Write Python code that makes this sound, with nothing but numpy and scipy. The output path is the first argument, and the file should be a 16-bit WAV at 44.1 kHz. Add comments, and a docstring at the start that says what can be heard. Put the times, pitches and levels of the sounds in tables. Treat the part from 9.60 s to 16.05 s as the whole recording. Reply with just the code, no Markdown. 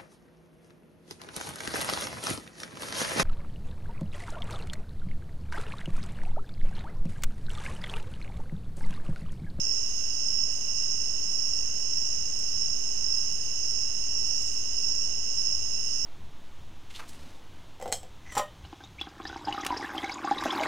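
"""Bush crickets chirp close by, in loose unison about twice a second, on a wooded lawn at night.
Tree crickets and small crickets trill on and a ground cricket throbs above them, each drawing a scraper
along the file of its wing; ground, leaves and trunks scatter the nearer songs. A distant town hums, and
now and then a fawn stirs the grass. The microphone is a trail camera's: nearly everything is on the right,
with only electronic hiss and a trace of the insects on the left."""
import sys
import numpy as np
from scipy import signal
from scipy.fft import rfft, irfft, next_fast_len
from scipy.io import wavfile
from scipy.ndimage import uniform_filter1d

SR = 44100
rng = np.random.default_rng(int(sys.argv[2]) if len(sys.argv) > 2 else 0)


def unload_wav(signal):
    """Save mono or channel-first audio to the path in sys.argv[1] as 16-bit WAV at rate SR, clipped to [-1, 1]."""
    wavfile.write(
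        sys.argv[1],
        SR,
        np.round(np.clip(np.atleast_2d(signal).T, -1, 1) * 32767).astype(np.int16),
    )


N = 284445
TIME = np.arange(N) / SR


def undb(db):
    """Decibels to gain."""
    return 10 ** (np.asarray(db) / 20)


def unit(x):
    """Scale to rms 1."""
    return x / np.sqrt(np.mean(x ** 2) + 1e-20)


def add(out, start, sound):
    """Mix a sound into both channels from start [s] on."""
    first = max(int(start * SR), 0)
    out[:, first:first + sound.shape[-1]] += sound[..., :N - first]


def walk(rate):
    """Smooth random drift with a spread near 1, changing rate times a second."""
    knots = rng.standard_normal(1024)
    place = TIME * rate
    step = place.astype(int)
    ease = .5 - .5 * np.cos(np.pi * (place - step))
    return knots.take(step, mode="wrap") * (1 - ease) + knots.take(step + 1, mode="wrap") * ease


def noise(points):
    """Noise with a spectrum through points of (frequency [Hz], density [dB per Hz])."""
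    size = next_fast_len(N)
    hz, db = np.transpose(points)
    bins = np.maximum(np.fft.rfftfreq(size, 1 / SR), 1)
    gain = undb(np.interp(np.log(bins), np.log(hz), db)) * np.sqrt(SR / 2)
    return irfft(rfft(rng.standard_normal(size)) * gain, size)[:N]


def woods(x, early_db, late_db, early_t60=0.046, late_t60=0.59):
    """Direct sound, quick reflections off ground and leaves, a thin tail off trunks; a path a channel."""
    t = TIME[:SR // 3]
    paths = []
    for _ in range(2):
        early = unit(rng.standard_normal(len(t)) * 1000. ** (-t / early_t60))
        late = unit(rng.standard_normal(len(t)) * 1000. ** (-t / late_t60))
        echo = (undb(early_db) * early + undb(late_db) * late) / np.sqrt(len(t))
        echo[0] += 1  # straight to the microphone
        paths.append(unit(signal.oaconvolve(x, echo)[:len(x)]))
    return np.array(paths) * np.sqrt(np.mean(x ** 2))


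def wings(pitch_hz, stroke_hz, fall, duty):
    """Envelope and phase of strokes: the scraper slows along the file and is silent on the way back."""
    cycle = (np.cumsum(stroke_hz) / SR + rng.random()) % 1
    stroke = np.minimum(cycle / duty, 1)
    phase = 2 * np.pi * np.cumsum(pitch_hz * (1 + fall * (.5 - stroke))) / SR
    return np.sin(np.pi * stroke), phase


def near_bush_crickets(stroke_hz=51, scoop=0.01393, scoop_s=0.0303, attack_s=0.0076, release_s=0.026):
    """Chirps from separate perches near the microphone: runs of strokes that climb to their pitch."""
    # nearby chirps: (start [s], length [s], pitch [Hz], level [dB], octave overtone [dB re fundamental])
    chirps = [(0.0, 0.22, 5420, -30.5, -33), (0.63, 0.24, 5370, -28.5, -32),
              (1.144, 0.41, 5330, -34.5, -38), (1.729, 0.31, 5420, -33, -31), (2.32, 0.3, 5550, -34.5, -30),
              (2.935, 0.18, 5440, -31, -32), (3.426, 0.18, 5347, -29, -29), (3.55, 0.21, 5350, -39.5, -20),
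              (3.994, 0.3, 5310, -42, -34), (4.485, 0.31, 5590, -32.5, -35), (4.578, 0.24, 5440, -43, -17),
              (5.143, 0.34, 5470, -31.5, -34), (5.755, 0.23, 5354, -28.5, -31),
              (6.092, 0.35, 5296, -34, -26), (6.34, .2, 5650, -40, -29)]
    out = np.zeros((2, N))
    t = TIME[:SR // 2]
    for start, length, pitch_hz, db, octave_db in chirps:
        glide = 1 - scoop * np.exp(-t / scoop_s) + 0.00419 * walk(119.4)[:len(t)]
        strokes, phase = wings(pitch_hz * glide, np.full(len(t), stroke_hz), fall=.033, duty=0.423)
        shape = np.clip(np.minimum(t / attack_s, (length - t) / release_s), 0, 1)
        tone = np.sin(phase) + undb(octave_db) * np.sin(2 * phase)
        chirp = unit(shape * strokes * tone) * np.sqrt(length / t[-1])
        add(out, start, undb(db) * woods(chirp, early_db=-2, late_db=-1))
    return out


def crowd(centre_hz, below_hz, above_hz, stroke_hz, fall, count, strokes=3):
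    """Countless far crickets: short runs of strokes, fading to -30 dB either side of the common pitch."""
    t = TIME[:int(strokes / stroke_hz * SR)]
    stroke = np.minimum(2 * (t * stroke_hz % 1), 1)
    cycles_per_hz = np.cumsum(1 + fall * (.5 - stroke)) / SR
    envelope = np.sin(np.pi * stroke)
    # golden-ratio steps keep the band evenly filled at all times
    place = 2 * ((np.arange(count) * (np.sqrt(5) - 1) / 2 + rng.random(count) / 20) % 1) - 1
    pitches = centre_hz + np.where(place < 0, below_hz, above_hz) * place
    starts = (np.arange(count) + rng.random(count)) / count * (N + len(t))
    turns = rng.random((count, 2, 1))  # each run reaches the two channels at different phases
    out = np.zeros((2, N + 2 * len(t)))
    for first, hz, db, turn in zip(starts.astype(int), pitches, -30 * abs(place), turns):
        tone = np.sin(2 * np.pi * (hz * cycles_per_hz + turn), dtype=np.float32)
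        out[:, first:first + len(t)] += undb(db) * envelope * tone
    return unit(out[:, len(t):len(t) + N])


def throb(rate_hz, crest_s, swing_db, slowing_hz_per_s=0):
    """Gain of a song that swells and sinks by swing_db either way; its tempo may drop."""
    t = TIME - crest_s
    return undb(swing_db * np.cos(2 * np.pi * (rate_hz * t - slowing_hz_per_s * t ** 2 / 2)))


def far_bush_crickets(level_db=-29, octave_db=-38):
    """Deeper in the woods, a chorus swells and sinks at the pace of the near chirps."""
    song = crowd(centre_hz=5392, below_hz=680, above_hz=593, stroke_hz=51, fall=0.03926, count=5000)
    octave = unit(song ** 2 - uniform_filter1d(song ** 2, size=8))  # squaring doubles the pitch
    swell = throb(rate_hz=1.74, crest_s=.1, swing_db=1.6)
    return undb(level_db) * (song + undb(octave_db) * octave) * swell


def triller(pitch_hz, stroke_hz, fall, duty, waver, uneven_db):
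    """One steadily trilling cricket; pitch, tempo and the force of its strokes waver."""
    pitch = pitch_hz * (1 + waver * walk(45))
    tempo = stroke_hz * (1 + .008 * walk(2))
    envelope, phase = wings(pitch, tempo, fall, duty)
    return unit(envelope * np.sin(phase) * undb(uneven_db * walk(30)))


def tree_crickets(near_db=-48.5, far_db=-52, rise_db_per_s=0.16):
    """A soft, low trill, slowly growing: two nearer singers, one pausing once, and many behind them."""
    # the nearer pair: (pitch [Hz], strokes [1/s], pitch fall in a stroke [share], relative level [dB])
    pair = [(2849, 58.4, .06, -16.5), (2830, 46.2, .06, -19)]
    first, second = (undb(db) * triller(hz, stroke_hz, fall, duty=0.49, waver=0.00708, uneven_db=1)
                     for hz, stroke_hz, fall, db in pair)
    rest_from_s, rest_to_s, fade_s = 2.46, 3.66, 0.08
    singing = np.clip(.5 + np.maximum(rest_from_s - TIME, TIME - rest_to_s) / fade_s, 0, 1)
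    near = woods(unit(first + singing * second), early_db=-1, late_db=-3.5)
    far = crowd(centre_hz=2825, below_hz=255, above_hz=356, stroke_hz=55, fall=0.038, count=2500)
    return (undb(near_db) * near + undb(far_db) * far) * undb(rise_db_per_s * TIME)


def small_crickets(far_db=-37):
    """Three fast, high trills, heard mostly by reflection, in front of a far crowd of the same kind."""
    # the nearer singers: (pitch [Hz], strokes [1/s], pitch fall in a stroke [share], level [dB])
    singers = [(6240, 78.3, 0.065, -42), (6442, 92, .045, -42), (6280, 40, 0.052, -50)]
    near = sum(undb(db) * triller(hz, stroke_hz, fall, duty=.5, waver=0.00128, uneven_db=-1)
               for hz, stroke_hz, fall, db in singers)
    far = crowd(centre_hz=6403, below_hz=956, above_hz=1300, stroke_hz=84, fall=0.039, count=7000)
    return woods(near, early_db=9, late_db=-2.5) + undb(far_db) * far


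def ground_crickets(pitch_hz=8500, stroke_hz=159.5, fall=0.15, duty=0.39, far_db=-54, near_db=-60):
    """A thin, even buzz across the lawn; one nearer singer with very fast strokes throbs in it."""
    far = crowd(centre_hz=8525, below_hz=1800, above_hz=920, stroke_hz=180, fall=0.1394,
                count=8000, strokes=4)
    tempo = stroke_hz * (1 + 0.000986 * walk(6.7))
    stroke = np.minimum(np.cumsum(tempo) / SR % 1 / duty, 1)
    # the phase starts afresh with each stroke, so all strokes sound alike
    cycles = pitch_hz * duty / stroke_hz * stroke * (1 + fall * (1 - stroke) / 2)
    song = unit(np.sin(np.pi * stroke) * np.sin(2 * np.pi * cycles))
    swell = throb(rate_hz=3.91, crest_s=.152, swing_db=5, slowing_hz_per_s=0.056)
    near = woods(song * swell, early_db=12, late_db=1)
    return undb(far_db) * far + undb(near_db) * near


def town(waver_hz=1.42):
    """Far off, a town rumbles and two machines hum, wavering in pitch and strength."""
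    # town rumble, with microphone hiss on top: (frequency [Hz], density [dB per Hz])
    rumble = [(8, -56.5), (22, -65.5), (45, -62), (80, -69.5), (120, -75.5), (220, -83.5), (450, -89),
              (1000, -92.5), (4000, -93), (9500, -95.5), (13000, -100), (15000, -105)]
    # distant machines: (pitch [Hz], level [dB])
    machines = [(59.5, -57), (91, -56)]
    hum = np.zeros(N)
    for hz, db in machines:
        strength = 1 + 0.25 * walk(3.4)
        phase = 2 * np.pi * np.cumsum(hz + waver_hz * walk(5)) / SR
        hum += undb(db) * unit(strength * np.sin(phase))
    return noise(rumble) + hum


def chorus_flickers(pitch_hz=5370, length_s=0.0073):
    """Brief bright peaks at the chorus pitch, where overlapping songs happen to add up."""
    # peaks in the bush cricket chorus: (time [s], level [dB])
    peaks = [(0.834, -23.5), (1.932, -23), (2.379, -22), (3.129, -23.5), (3.571, -22.5), (5.782, -22.5),
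             (5.924, -26)]
    out = np.zeros((2, N))
    t = TIME[:int(length_s * SR)]
    flicker = unit(np.sin(np.pi * t / length_s) * np.sin(2 * np.pi * pitch_hz * t))
    for start, db in peaks:
        add(out, start, undb(db) * flicker)
    return out


def fawn_in_grass(snap_s=0.0026, brush_s=0.016, brush_db=-14, rustle_db=-50, crackle_db=5):
    """A stem snaps with a bright tick and its neighbours brush back; one longer rustle crackles."""
    # stems snapping under the fawn: (time [s], level [dB])
    stems = [(2.789, -40), (2.793, -37), (4.82, -33), (4.86, -47), (4.872, -37), (4.931, -41), (4.983, -41),
             (6.247, -44)]
    middle_s, width_s = 4.87, 0.11
    rustle = np.exp(-.5 * ((TIME - middle_s) / width_s) ** 2)
    envelope = undb(rustle_db) * rustle * unit(undb(crackle_db * walk(590)))
    t = TIME[:SR // 8]
    tick = np.exp(-t / snap_s) + undb(brush_db) * np.exp(-t / brush_s)
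    for start, db in stems:
        first = int(start * SR)
        envelope[first:first + len(t)] += undb(db) * tick[:N - first]
    return envelope * unit(noise([(1000, -21), (4000, -13), (7300, 6), (10000, -9), (15000, -18)]))


def scene(trace_db=-26):
    """Insects, fawn and town on the right; only a trace of the insects on the left."""
    bush_crickets = near_bush_crickets() + chorus_flickers() + far_bush_crickets()
    left, right = bush_crickets + tree_crickets() + small_crickets() + ground_crickets()
    return np.array([undb(trace_db) * left, right + fawn_in_grass() + town()])


def record(dry, top_hz=15000, dc_offset=-.038):
    """The trail camera hisses on the left and cuts the top steeply; its converter rests off zero."""
    # electronic noise of the left channel: (frequency [Hz], density [dB per Hz])
    hiss = [(10, -58.5), (50, -73), (200, -76.5), (500, -81), (1000, -86), (2200, -90.5), (4300, -94.5),
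            (8000, -99), (13000, -101), (15000, -107)]
    noisy = dry + np.array([noise(hiss), np.zeros(N)])
    top_cut = signal.ellip(10, .1, 80, top_hz, fs=SR, output="sos")
    return dc_offset + signal.sosfilt(top_cut, noisy)


dry = scene()
out = record(dry)
unload_wav(out)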